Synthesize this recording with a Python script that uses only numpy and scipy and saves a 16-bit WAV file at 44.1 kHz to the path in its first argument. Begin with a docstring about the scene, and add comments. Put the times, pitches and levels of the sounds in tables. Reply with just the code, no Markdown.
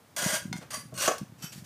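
"""A steel hand tool scraped over paving in a small fenced garden, on one small microphone.
Over quiet air comes one long stroke, grit catching under the edge and ringing the blade. Soft low
bumps, probably handling, start close to the microphone and come and go. The edge sings briefly, the
tip clinks, and shorter strokes follow, the blade ticking down between them. Just past one second it
knocks hard on a slab; light scrapes of the tip finish. The fences throw back short echoes throughout."""
import sys
import numpy as np
from scipy import signal
from scipy.fft import rfft, irfft
from scipy.io import wavfile

SR = 44100
rng = np.random.default_rng(int(sys.argv[2]) if len(sys.argv) > 2 else 0)


def dump(signal):
    """Clip the signal to [-1, 1] and save it as 16-bit WAV at the path in sys.argv[1]."""
    limited = np.clip(np.atleast_2d(signal).T, -1, 1)
    pcm = np.round(limited * 32767).astype(np.int16)
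    wavfile.write(sys.argv[1], SR, pcm)


N = 72765
TIME = np.arange(N) / SR
FREQS = np.maximum(np.fft.rfftfreq(2 * N, 1 / SR), 1)

# broad colour of grinding grit: (frequency [Hz], relative level [dB])
GRIT_SPECTRUM = [(150, -14), (350, -10), (550, -7), (1000, -9), (1800, -6), (2500, -7.5), (4000, -8.5),
                 (6000, -5.5), (9500, -9.5), (11000, -12), (15000, -17.5)]


def from_db(db):
    """Decibels to gain."""
    return 10 ** (np.asarray(db) / 20)


def unit_rms(x):
    """Scale to unit rms."""
    return x / np.sqrt(np.mean(x ** 2) + 1e-20)


def gains(points):
    """Gain at every frequency from (frequency [Hz], level [dB]) points."""
    hz, db = np.transpose(points)
    return from_db(np.interp(np.log(FREQS), np.log(hz), db))


def colour(x, gain):
    """Causal (minimum-phase) filter with the given gain per frequency."""
    cepstrum = irfft(np.log(gain + 1e-9))
    cepstrum[1:N] *= 2
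    cepstrum[N + 1:] = 0
    return irfft(rfft(x, 2 * N) * np.exp(rfft(cepstrum)))[:N]


def noise(spectrum):
    """Steady coloured noise of unit rms."""
    return unit_rms(colour(rng.standard_normal(N), gains(spectrum)))


def drift(rate_hz):
    """Random wander of unit rms, mostly slower than the given rate."""
    pole = np.exp(-2 * np.pi * rate_hz / SR)
    return unit_rms(signal.lfilter([1], [1, -2 * pole, pole * pole], rng.standard_normal(N)))


def decay(start, t60):
    """Envelope that jumps to one and falls 60 dB in t60 seconds."""
    return (TIME >= start) * from_db(-60 * np.maximum(TIME - start, 0) / t60)


def struck(start, modes):
    """Modes set ringing at one moment, neighbours in opposite sense."""
    return sum((-1) ** k * from_db(db) * decay(start, t60) * np.sin(2 * np.pi * hz * (TIME - start))
               for k, (hz, db, t60) in enumerate(modes))


def garden_air():
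    """The quiet, steady background of the garden, mostly low."""
    # colour of the air: (frequency [Hz], relative level [dB])
    air_spectrum = [(30, -46), (70, 1.5), (150, 1.5), (340, -5.5), (600, -6.5), (1200, -8.5), (2500, -16),
                    (15500, -23)]
    return from_db(-59) * noise(air_spectrum)


def grains(per_second=12000, spread_db=2.5):
    """Dense clicks of uneven size from grit breaking under the edge."""
    sizes = from_db(spread_db * np.minimum(rng.exponential(1, N), 4))
    signs = rng.choice([-1, 1], N)
    breaks = rng.random(N) < per_second / SR
    return unit_rms(sizes * signs * breaks)


def blade_response(contact, ring_db):
    """Gain per frequency of grit plus ringing blade, added in power."""
    # blade resonances for each way it meets the stone: (frequency [Hz], width [Hz], relative level [dB])
    resonances = {"flat": [(595.7, 62, 7), (673, 55, 0.5), (790, 32, -9.5), (976, 103, -3),
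                  (1135, 55, -5.5), (1447, 92, 0.5), (1620, 130, 1), (2027, 110, 0), (2900, 180, -10),
                  (3235, 200, -3), (4770, 170, -3.5), (5930, 170, -0.5), (6700, 165, 1.5),
                  (7640, 250, -4.5), (8720, 320, -1.5), (9520, 107, -0.5), (11100, 100, -9.5),
                  (10500, 120, -16), (11420, 100, -25), (11700, 84, -21), (13000, 170, -11)],
                  "heel": [(610, 170, -6), (1146, 220, -1), (1480, 100, -10), (1683, 70, -2),
                  (2003, 70, 2.5), (3080, 130, -4.5), (4690, 120, -0.5), (4780, 220, -0.5), (5900, 260, -3),
                  (6640, 120, 1.5), (6780, 92, -5.5), (7780, 130, -6.5), (8180, 140, -10), (8830, 210, 0),
                  (9500, 330, -3), (11020, 110, -1), (12600, 130, -8)], "edge": [(580, 70, 4.5),
                  (1130, 235, 0.5), (1497, 180, 0), (2535, 67, -2), (2840, 150, -2), (4390, 320, -6.5),
                  (5864, 69, 4.5), (6660, 180, -7), (8150, 120, -2), (8670, 210, -6), (10630, 110, -7.5)],
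                  "tip": [(1375, 280, -7), (2626, 150, -2), (3071, 61, 5.5), (4685, 99, 1), (5563, 120, 4),
                  (5860, 130, 2.5), (6300, 110, -5), (6790, 59, 1), (7640, 140, -2), (8000, 100, -0.5),
                  (11400, 130, -0.5), (12100, 92, -9), (13390, 130, -7), (13990, 180, -10)]}
    ring_power = sum(from_db(db + ring_db) ** 2 / (1 + (2 * (FREQS - hz) / width) ** 2) ** 2
                     for hz, width, db in resonances[contact])
    return np.sqrt(gains(GRIT_SPECTRUM) ** 2 + ring_power)


def angled(response, tilt_db, body_db, pivot_hz=2180):
    """The angle of the blade makes its response brighter or fuller; unit power."""
    slope_db = tilt_db * np.log2(np.maximum(FREQS, 500) / pivot_hz)
    low_shelf_db = body_db / (1 + (FREQS / pivot_hz) ** 4)
    return unit_rms(response * from_db(slope_db + low_shelf_db))


def scrapes(chatter_db=1.28):
    """Each stroke presses the blade along the stone; the pressure chatters and drives grains into it."""
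    # strokes over the paving: (start [s], attack [s], length [s], release [s], first level [dB],
    # last level [dB], tilt [dB/octave], low body [dB], ring [dB], part of the blade in contact)
    strokes = [(0.164, 0.0028, 0.2, 0.033, -32.5, -28.5, 0.5, 1.5, 2, "flat"),
               (.55, 0.012, 0.034, .012, -54, -48, 2, 1, 3, "flat"),
               (0.609, 0.0045, 0.022, 0.037, -48.5, -48, -5, -1, -5, "edge"),
               (0.704, 0.0038, 0.024, 0.0082, -35.5, -40.5, -0.5, 1.5, 3.5, "heel"),
               (0.73, 0.0034, 0.0094, 0.062, -33.5, -31, 1, 2.5, 6.5, "heel"),
               (0.937, 0.0014, 0.031, 0.008, -56, -41, 4.5, 7, 11, "edge"),
               (.974, 0.0038, 0.032, 0.006, -35, -31.5, 0.14, -6, 6.5, "edge"),
               (1.006, 0.0047, 0.055, 0.06, -29.5, -29, 0, -1, 2, "edge"),
               (1.369, 0.022, 0.056, 0.015, -61, -55.5, -1.5, -1, 0, "tip"),
               (1.419, 0.0076, 0.025, 0.05, -38.5, -38, 0.6, 2.5, 6.5, "tip"),
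               (1.519, 0.0048, 0.017, 0.022, -49.5, -45, -2, -8, -4, "tip"),
               (1.537, 0.008, 0.055, 0.048, -55.5, -52.5, 2.5, 4, -12, "tip"),
               (1.641, 0.0036, .03, .02, -55.5, -54, .3, -4, -2, "tip")]
    out = np.zeros(N)
    grit = unit_rms(grains() * from_db(chatter_db * drift(rate_hz=46)))
    for start, attack, length, release, first_db, last_db, tilt_db, body_db, ring_db, contact in strokes:
        age = TIME - start
        pressure = np.clip(age / attack, 0, 1) * np.exp(-2 * np.maximum(age - length, 0) / release)
        pressure *= from_db(np.interp(age, [0, length], [first_db, last_db]))
        response = angled(blade_response(contact, ring_db), tilt_db, body_db)
        out += colour(grit * pressure, response)
    return out


def edge_ticks():
    """Brief crunches where the edge touches down or catches."""
    # touches of the edge: (time [s], level [dB], tilt [dB/octave])
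    touches = [(.164, -32, 2.5), (.281, -30.5, -1.5), (0.529, -37.5, -1), (.706, -40, -0.5),
               (0.941, -46.5, 2), (1.077, -21, -3), (1.116, -35, -3), (1.181, -37, 0), (1.528, -42.5, 0.5)]
    grit = grains()
    out = np.zeros(N)
    for start, db, tilt_db in touches:
        crunch = grit * from_db(db) * decay(start, t60=0.045)
        out += colour(crunch, angled(gains(GRIT_SPECTRUM), tilt_db, body_db=0))
    return out


def close_bumps(rise_s=0.0066, upper_hz=325.6, upper_db=-15.5):
    """Soft pushes on two well-damped low resonances, probably handling, over a faint rumble."""
    # rumble among the bumps: (frequency [Hz], relative level [dB])
    rumble_spectrum = [(30, -48), (60, -22.5), (110, 1), (180, -7), (280, -11.5), (500, -35), (2000, -63)]
    # bumps close to the microphone: (time [s], level [dB], lower resonance [Hz])
    pushes = [(0.224, -33.5, 167), (0.257, -20.5, 175), (0.327, -31.5, 190), (0.42, -38, 130),
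              (0.45, -27.5, 190), (0.475, -35.5, 165), (.492, -33, 127), (.510, -27.5, 173),
              (0.535, -31.5, 184), (0.551, -28.5, 167), (0.583, -33.5, 170), (0.772, -38, 217),
              (0.851, -40, 146), (0.924, -36, 137), (0.941, -38, 157), (0.963, -37.5, 146),
              (0.981, -40, 168), (1.21, -27, 172), (1.225, -31, 178), (1.318, -40, 156), (1.436, -30, 158),
              (1.554, -40, 160), (1.575, -36, 166), (1.619, -37.5, 165)]
    fade_in = np.clip(TIME / 0.17, 0, 1) ** 8
    out = from_db(-53.5) * noise(rumble_spectrum) * fade_in
    for start, db, lower_hz in pushes:
        age = np.maximum(TIME - start, 0)
        swell = (age / rise_s * np.exp(1 - age / rise_s)) ** 4
        lower = np.sin(2 * np.pi * lower_hz * age)
        upper = from_db(upper_db) * np.sin(2 * np.pi * upper_hz * age)
        out += from_db(db) * swell * (lower + upper)
    return out


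def edge_squeals(mode_hz=5820, waver_hz=24.3):
    """The edge sticks and sings briefly as one blade mode takes over."""
    # moments of sticking: (middle [s], half-length [s], level [dB])
    sticks = [(1.003, 0.0061, -52), (1.023, 0.0082, -29), (0.274, 0.0063, -32)]
    pitch_hz = mode_hz + waver_hz * drift(rate_hz=87)
    tone = np.sin(2 * np.pi * np.cumsum(pitch_hz) / SR)
    return tone * sum(from_db(db) * np.exp(-((TIME - middle) / half) ** 2) for middle, half, db in sticks)


def tip_taps():
    """The tip clinks on the stone and bounces once."""
    # the tap and its bounce: (time [s], level [dB])
    taps = [(.528, -31), (.566, -48.5)]
    # ring of the tapped tool: (frequency [Hz], relative level [dB], t60 [s])
    modes = [(750, -5.5, 0.048), (967, -11.5, 0.085), (1447, -6, 0.063), (2126, 2.5, 0.027),
             (3605, -6.5, 0.046), (4240, -7, 0.036), (5070, -2, 0.018), (6120, -4, 0.036), (6980, -12, .03)]
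    return sum(from_db(db) * struck(start, modes) for start, db in taps)


def slab_knocks():
    """A crack and the ring of tool and slab; a soft contact dulls both."""
    # blows on the slab, one of them hard: (time [s], level [dB], dulled above [Hz])
    blows = [(.922, -38.5, 800), (0.933, -42.5, 900), (1.0769, -15, 12100), (1.0852, -24, 5000),
             (1.112, -27, 5000)]
    # ring of tool and slab: (frequency [Hz], relative level [dB], t60 [s])
    modes = [(306, -6, 0.028), (464, -13, 0.13), (513, -14, 0.14), (653, -1, 0.055), (760, -10, 0.061),
             (1084, -13, 0.14), (1138, -8.5, 0.11), (1488, -25, 0.18), (1675, -16, 0.086),
             (2190, -31, 0.071), (4460, -38, 0.081), (5810, -21, .1), (6250, -9, 0.053), (6640, -25, 0.05),
             (6830, -9.5, 0.08)]
    # colour of the crack: (frequency [Hz], relative level [dB])
    crack_spectrum = [(150, -20.5), (300, -6.5), (450, -3), (650, -1.5), (880, -9.5), (1150, -6),
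                      (2000, -16), (4000, -22), (6500, -11), (8500, -21), (15000, -28)]
    crack = from_db(-6.5) * noise(crack_spectrum)
    out = np.zeros(N)
    for start, db, dull_hz in blows:
        knock = struck(start, modes) + crack * decay(start, t60=0.078)
        out += from_db(db) * colour(knock, 1 / (1 + (FREQS / dull_hz) ** 2))
    return out


def with_garden_echoes(direct, tail_db=-6.5, tail_rise_s=0.0059):
    """The direct sound, a few distinct echoes and a short diffuse tail from fences and shrubs."""
    # echoes off the ground and fences: (delay [s], relative level [dB])
    reflections = [(.0115, -15.5), (.027, -17.5), (0.038, -19.5), (.052, -21)]
    # colour of both echoes and tail: (frequency [Hz], gain [dB])
    reflected_spectrum = [(150, -11), (450, -6), (900, -1), (1500, 0.5), (3000, 0.5), (7000, -3),
                          (15000, -2)]
    tail = rng.standard_normal(N) * decay(0, t60=0.3) * (1 - np.exp(-TIME / tail_rise_s))
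    tail *= from_db(tail_db) / np.sqrt(np.sum(tail ** 2))
    diffuse = signal.fftconvolve(direct, tail)[:N]
    echoes = sum(from_db(db) * np.interp(TIME - round(delay * SR) / SR, TIME, direct, left=0)
                 for delay, db in reflections)
    return direct + colour(echoes + diffuse, gains(reflected_spectrum))


def scene():
    """The tool out among the fences, dry bumps at the microphone and quiet air, in mono."""
    tool = scrapes() + edge_ticks() + edge_squeals() + tip_taps() + slab_knocks()
    return (with_garden_echoes(tool) + close_bumps() + garden_air())[None]


def record(dry, low_cut_hz=90, top_hz=15350):
    """The small microphone drops the deep bass; the top is cut steeply."""
    low_cut = signal.butter(2, low_cut_hz, "high", fs=SR, output="sos")
    top_cut = signal.ellip(12, .1, 80, top_hz, fs=SR, output="sos")
    return signal.sosfilt(top_cut, signal.sosfilt(low_cut, dry))


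dry = scene()
out = record(dry)
dump(out)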